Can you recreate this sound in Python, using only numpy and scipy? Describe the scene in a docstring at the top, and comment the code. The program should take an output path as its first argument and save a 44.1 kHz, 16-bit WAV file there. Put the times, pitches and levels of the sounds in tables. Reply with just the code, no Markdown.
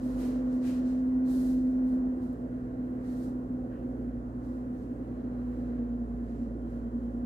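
"""A gear whine near 250 Hz, heard inside a moving vehicle. It follows the engine's speed and
throbs against the engine's hum and a buzzing panel, over a low drone. Road rumble and rushing
air ring the cabin. A hand sliding over cloth next to the phone makes soft swishes, and a
fingertip ticks twice. The phone's two microphones add a faint hiss."""
import sys
import numpy as np
from scipy import signal
from scipy.fft import rfft, irfft
from scipy.io import wavfile
from scipy.ndimage import uniform_filter1d

SR = 44100
rng = np.random.default_rng(int(sys.argv[2]) if len(sys.argv) > 2 else 0)


def persist_wave(psi):
    """Save psi, clipped to +-1, as 16-bit WAV."""
    counts = np.round(np.clip(psi, -1, 1) * 32767).astype(np.int16)
    wavfile.write(sys.argv[1], SR, np.atleast_2d(counts).T)


N = 319725
T = np.arange(N) / SR
HZ = np.maximum(np.fft.rfftfreq(N, 1 / SR), 1)

# how fast the engine fires and how loud the gears whine: time_s, firing_hz, whine_db
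DRIVE_TRAIN = [(0, 60.74, -33), (.35, 60.72, -29), (.85, 60.78, -29), (1.1, 61.45, -27), (2.0, 61.27, -27),
               (2.18, 60.76, -31.5), (2.36, 59.88, -39.5), (2.8, 60.13, -36.5), (3.4, 60.23, -34.5),
               (3.8, 59.56, -39.5), (4.0, 59.07, -38), (4.2, 59.25, -45), (4.6, 60.34, -36),
               (5.0, 59.56, -42.5), (5.2, 59.16, -38.5), (5.55, 59.02, -35), (5.8, 58.06, -33),
               (6.4, 57.92, -39), (6.8, 57.88, -39), (7.25, 58.1, -34)]
# how the two microphones hear the cabin: pitch_hz, likeness (0-1), left_lead_rad, left_minus_right_db
MICROPHONES = [(45, .98, .42, -3), (100, .99, .26, -.8), (254, .995, .25, -.7), (330, .97, .35, -4),
               (420, .72, .9, -3.4), (600, .75, .7, -5.5), (780, .3, 1.6, -5.5), (900, .57, 3.1, -2.2),
               (1200, .54, 3.1, -1.8), (1600, .2, 3.4, -1.7), (3000, .05, 3.4, -.5)]


def undb(db):
    return np.exp(np.asarray(db) * np.log(10) / 20)


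def unit(x):
    return x / np.sqrt(np.mean(x ** 2))


def over_time(table):
    """A table's columns at every sample."""
    times, *columns = np.transpose(table)
    return [np.interp(T, times, column) for column in columns]


def over_hz(table, hz):
    """A table's columns at the given pitches."""
    pitches, *columns = np.transpose(table)
    return [np.interp(np.log(hz), np.log(pitches), column) for column in columns]


def wander(rate_hz):
    """A smooth random curve that strays about 1 either side of zero."""
    steps = 16
    held = np.repeat(rng.standard_normal(int(N / SR * rate_hz) + 2), steps)
    smooth = uniform_filter1d(uniform_filter1d(held, steps), steps)
    curve = np.interp(T * rate_hz * steps, np.arange(len(smooth)), smooth)
    return unit(curve - curve.mean())


def gate(start_s, end_s, fade_s):
    """1 between two times, with sloping edges."""
    return np.clip(np.minimum(T - start_s, end_s - T) / fade_s + .5, 0, 1)


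def band(low_hz, high_hz, likeness):
    """Partly alike left and right noise between two pitches."""
    left, other = rng.standard_normal((2, N))
    right = likeness * left + np.sqrt(1 - likeness ** 2) * other
    bandpass = signal.butter(2, [low_hz, high_hz], "bandpass", fs=SR, output="sos")
    return unit(signal.sosfilt(bandpass, [left, right]))


def tone(hz, db, waver_db, wobble_hz):
    """A wavering pure tone; each microphone hears it with its own timing and level."""
    _, lead, pan_db = over_hz(MICROPHONES, np.mean(hz))
    phase = 2 * np.pi * (np.cumsum(hz + wobble_hz * wander(6)) / SR + rng.random())
    size = np.sqrt(2) * undb(db + waver_db * wander(9))
    left = undb(pan_db / 2) * np.sin(phase + lead / 2)
    right = undb(-pan_db / 2) * np.sin(phase - lead / 2)
    return size * np.array([left, right])


def engine():
    """The engine hums at multiples of its firing rate; weak tones, one from the gears, come and go."""
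    # tones at 1, 2 and 4 times the firing rate: time_s, first_db, second_db, fourth_db
    main_tones = [(0, -64, -49.5, -40), (.8, -49, -54.5, -49), (2.0, -50.5, -62, -43),
                  (2.5, -49, -47.5, -55.5), (3.6, -50.5, -49, -52), (4.1, -42, -47.5, -47.5),
                  (4.8, -48.5, -49.5, -51), (5.5, -42.5, -48, -49), (5.9, -41, -54, -43.5),
                  (7.25, -41.5, -49.5, -42)]
    # weaker engine tones and a faint third harmonic of the gear whine (multiple 12.5):
    # multiple, start_s, end_s, level_db
    weak_tones = [(2.5, 4, 8.3, -63), (3, 0, 4, -57), (6, 0.5, 5.2, -61), (6, 6, 7.3, -57.5),
                  (7, -1, 0.48, -63.5), (11, 0.5, 1.5, -65), (7, 1.9, 6.2, -59.5), (7.34, 6, 7.3, -59.5),
                  (8, 0.5, 6, -60), (8, 6, 7.3, -60.5), (9, 3, 5.2, -63), (9.36, 5.5, 7.35, -59),
                  (11, 1.5, 3.7, -67), (12, 5.5, 6.5, -64.5), (12, 6.9, 7.4, -66.5), (12.5, 3, 5.7, -68)]
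    hz = over_time(DRIVE_TRAIN)[0]
    first_db, second_db, fourth_db = over_time(main_tones)
    out = tone(hz, first_db, waver_db=.52, wobble_hz=.2)
    out += tone(2 * hz, second_db, waver_db=.36, wobble_hz=.42)
    out += tone(4 * hz, fourth_db, waver_db=1.8, wobble_hz=.41)
    for multiple, start_s, end_s, db in weak_tones:
        overtone = tone(multiple * hz, db + 2.1 * wander(1.2), waver_db=.48, wobble_hz=.33)
        out += gate(start_s, end_s, fade_s=.36) * overtone
    return out


def gear_whine():
    """The gears sing a nearly pure tone tied to engine speed, with a faint octave above."""
    # the tone at twice the whine's pitch: time_s, level_db
    octave_levels = [(0, -53.5), (.45, -51.5), (.85, -59), (1.3, -56), (2.2, -58.5), (3.4, -55),
                     (4.2, -57.5), (4.9, -61.5), (5.8, -58), (6.5, -66), (7.25, -65)]
    gear_ratio = 4.165
    firing_hz, db = over_time(DRIVE_TRAIN)
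    hz = gear_ratio * firing_hz
    # lightly loaded gears chatter, so the quieter whine throbs more
    chatter_db = .14 * (db.max() - db) * wander(32)
    octave_db = over_time(octave_levels)[0] + 2 * wander(4)
    octave = tone(2 * hz, octave_db, waver_db=2.2, wobble_hz=1.2)
    return tone(hz, db + chatter_db, waver_db=.5, wobble_hz=.4) + octave


def drone():
    """A deep tone wavers below the engine's hum."""
    # the drone's path: time_s, pitch_hz, level_db
    path = [(0, 52.2, -48), (.4, 52.05, -46.5), (.8, 49.3, -54.5), (1.5, 48.26, -48.5), (2.1, 47.35, -56),
            (2.9, 49.05, -54.5), (7.25, 49.46, -68)]
    return tone(*over_time(path), waver_db=2.8, wobble_hz=.3)


def panel_buzz():
    """A panel vibrates just above the whine's pitch, so the two throb together."""
    # the panel's vibration: time_s, pitch_hz, level_db
    vibration = [(0, 277, -52), (2.3, 277.1, -51.5), (3.9, 278.3, -50.5), (4.3, 272.9, -49.5),
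                 (5.0, 277, -49.5), (5.7, 274.1, -53), (6.8, 268.8, -50), (7.25, 269.8, -53)]
    return tone(*over_time(vibration), waver_db=3, wobble_hz=5)


def road_and_air():
    """Road and air noise ring the cabin; octave-wide slices swell together and flicker alone."""
    # the noise's balance from bass to treble: pitch_hz, relative_db
    noise_shape = [(25, -29.5), (45, -13), (70, -14), (100, -12.5), (170, -12.5), (250, -2.5), (290, -5),
                   (400, -15), (520, -14.5), (800, -24), (1000, -28), (1700, -34), (1980, -37.5),
                   (2200, -43), (4000, -60.5)]
    # pitches at which the cabin rings: pitch_hz, width_hz, boost_db
    cabin_rings = [(80, 14, 1.5), (99, 9.8, 4.5), (152, 21, 3.5), (213, 8.2, 2.5), (241, 9.1, 2),
                   (267, 7.7, 4), (337, 18, 6), (437, 22, 3), (525, 15, 2.5), (1050, 140, 3.5),
                   (1435, 50, 3.5)]
    # the air rush, from about 500 Hz up: time_s, boost_db
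    air_rush = [(0, 4.5), (.7, 5), (1.3, 2.5), (2.6, 0), (3.4, 1), (4.2, -0.5), (5, 0), (6.5, -0.5),
                (7.25, -0.5)]
    level_db = -42
    likeness, lead, pan_db = over_hz(MICROPHONES, HZ)
    left, other = rfft(rng.standard_normal((2, N)))
    right = likeness * left * np.exp(-1j * lead) + np.sqrt(1 - likeness ** 2) * other
    ring_db = sum(db / (1 + (2 * (HZ - hz) / width) ** 2) for hz, width, db in cabin_rings)
    spectrum = np.array([left * undb(pan_db / 2), right * undb(-pan_db / 2)])
    spectrum *= undb(over_hz(noise_shape, HZ)[0] + ring_db)
    spectrum /= np.std(irfft(spectrum, N))
    rumble_db = np.linspace(2, -.5, N)  # the rumble eases slowly
    rush_db = over_time(air_rush)[0]
    out, swell_db = 0, .55 * wander(.7)
    for octave in range(5, 13):  # slices centred on 32 to 4096 Hz
        share = np.clip(1 - abs(np.log2(np.clip(HZ, 32, 4096)) - octave), 0, 1)
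        slow_db = rumble_db if octave < 9 else rush_db
        flicker_db = 1.2 * wander(6)
        out += undb(slow_db + swell_db + flicker_db) * irfft(spectrum * share, N)
    return out * undb(level_db)


def microphone_hiss():
    """Each microphone makes its own steady hiss."""
    # the hiss's balance: pitch_hz, relative_db
    hiss_shape = [(1500, -5), (3000, 3), (5900, -1), (6450, 3), (7200, -1), (9000, -2), (9800, -1),
                  (10400, -5.5), (12000, -7.5), (15600, -5)]
    level_db = -79.5
    spectrum = rfft(rng.standard_normal((2, N))) * undb(over_hz(hiss_shape, HZ)[0])
    return unit(irfft(spectrum, N)) * undb(level_db)


def hand_on_cloth():
    """Skin sliding over fibres hisses, louder and brighter the faster it moves."""
    # hand strokes: start_s, rise_s, hold_s, late_speed (1 = speed as the hold begins), fade_s,
    # level_db, shine_db and body_db (both added to level_db), left_minus_right_db
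    strokes = [(-.05, 0.11, 0.13, 0.92, .15, -71.5, 1.5, -1, -5),
               (0.166, 0.047, 0.093, 0.7, .13, -63.5, -1, 2, 1.5),
               (0.472, 0.072, 0.0094, 0.87, .15, -74.5, -1, -6.5, -5),
               (0.611, 0.06, 0.088, 0.62, .09, -59.5, -2.5, 3, 1.5),
               (0.807, 0.07, 0.04, 0.75, 0.12, -69.5, -7.5, -1.5, -1.5),
               (1.234, 0.077, 0.18, 0.83, .15, -62.5, 1, -10, -6),
               (1.563, 0.077, 0.075, .8, .15, -77, -2, -10.5, -2.5),
               (1.84, 0.046, 0.016, 0.84, .15, -77, 3, -13, -2),
               (2.188, 0.044, 0.021, .8, .15, -77, 0.5, -11, 1),
               (2.996, 0.088, .16, 1.3, .12, -71.5, -2.5, -8, -4.5),
               (4.405, 0.045, 0.11, .8, 0.13, -79, -1, -11, -3),
               (4.7, 0.089, 0.068, .95, .04, -82.5, -3, -6, -1),
               (5.502, 0.059, 0.13, .8, .15, -88.5, -12, -4, 2.5),
               (6.2, 0.098, 0.14, 0.74, .08, -80.5, -5.5, 3, 0.5),
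               (6.653, 0.053, 0.053, 0.9, .1, -82.5, -1, 4.5, -1)]
    # the resting hand never lies quite still: time_s, level_db
    fidget = [(0, -75), (.45, -77), (1.0, -80), (1.2, -84), (2, -89), (4, -91), (5.2, -88), (7.25, -90)]
    creep_s, creep_speed = .23, .036  # the cloth keeps creeping after a stroke
    middle = band(3400, 8000, likeness=.086)
    shine = band(8000, 13800, likeness=.1)
    body = band(1300, 2900, likeness=.24)
    middle += undb(-11) * band(3500, 4600, likeness=.1)  # the weave rasps
    fidget_db = over_time(fidget)[0] + 1.2 * wander(5)
    out = undb(fidget_db) * (middle + undb(-3) * band(2200, 3400, likeness=.1))
    shine += undb(-5.5) * band(10800, 12300, likeness=.1)  # a bright glint
    body += undb(-6) * band(1200, 1900, likeness=.16)  # a dull scuff
    for start_s, rise_s, hold_s, late_speed, fade_s, db, shine_db, body_db, pan_db in strokes:
        times = np.cumsum([start_s, rise_s, hold_s, fade_s, creep_s])
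        speed = np.interp(T, times, [0, 1, late_speed, creep_speed, 0])
        # the shine needs speed and dies first; the body lasts longest
        swish = speed ** 1.1 * middle + speed ** 1.6 * undb(shine_db) * shine
        swish += speed * undb(body_db) * body
        out += undb(db + np.array([[pan_db], [-pan_db]]) / 2) * swish
    return out * undb(.5 * wander(40))


def faint_hisses():
    """Faint hisses come and go, each around its own pitch."""
    # the hisses: start_s, length_s, pitch_hz, width_hz, level_db
    hisses = [(0, .9, 535, 30, -58), (0, .95, 1000, 500, -65), (3.705, .075, 1650, 400, -64.5),
              (3.71, .13, 2700, 700, -78), (5.05, .75, 4040, 350, -91), (2.55, .35, 4040, 350, -92),
              (5.0, .95, 900, 800, -66), (6.62, .45, 3130, 60, -89)]
    out = 0
    for start_s, length_s, hz, width_hz, db in hisses:
        noise = band(hz - width_hz / 2, hz + width_hz / 2, likeness=.64)
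        out += undb(db) * gate(start_s, start_s + length_s, fade_s=.03) * noise
    return out


def fingertip_ticks():
    """A fingertip makes tiny dry clicks: bursts of noise that die at once."""
    # the clicks: start_s, level_db, low_hz, high_hz
    clicks = [(0.529, -61, 2500, 9500), (2.33, -65, 9500, 13490)]
    out, decay_s = 0, .0015
    for start_s, db, low_hz, high_hz in clicks:
        burst = (T >= start_s) * np.exp(-abs(T - start_s) / decay_s)
        out += undb(db) * burst * band(low_hz, high_hz, likeness=.6)
    return out


def scene():
    vehicle = engine() + gear_whine() + drone() + panel_buzz() + road_and_air()
    return vehicle + microphone_hiss() + hand_on_cloth() + faint_hisses() + fingertip_ticks()


def record(dry):
    """The microphone openings colour the treble and the phone cuts off the very top."""
    # how the openings lift or lower the treble: pitch_hz, boost_db
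    colour = [(1900, 0), (2250, -2), (3100, 0.5), (3550, -2), (3950, 1.5), (4600, 0), (5900, -1),
              (6400, -1), (7800, 0), (8600, -0.5), (10000, -0.5), (11900, -2), (13000, -1.5), (15600, -2)]
    top_hz, edge_samples = 15680, 4096
    padded = np.pad(dry, [(0, 0), (edge_samples, edge_samples)], "reflect", reflect_type="odd")
    length = N + 2 * edge_samples
    hz = np.maximum(np.fft.rfftfreq(length, 1 / SR), 1)
    coloured = irfft(rfft(padded) * undb(over_hz(colour, hz)[0]), length)
    lowpass = signal.ellip(10, .2, 60, top_hz, fs=SR, output="sos")
    return signal.sosfilt(lowpass, coloured[:, edge_samples:-edge_samples])


dry = scene()
out = record(dry)
persist_wave(out)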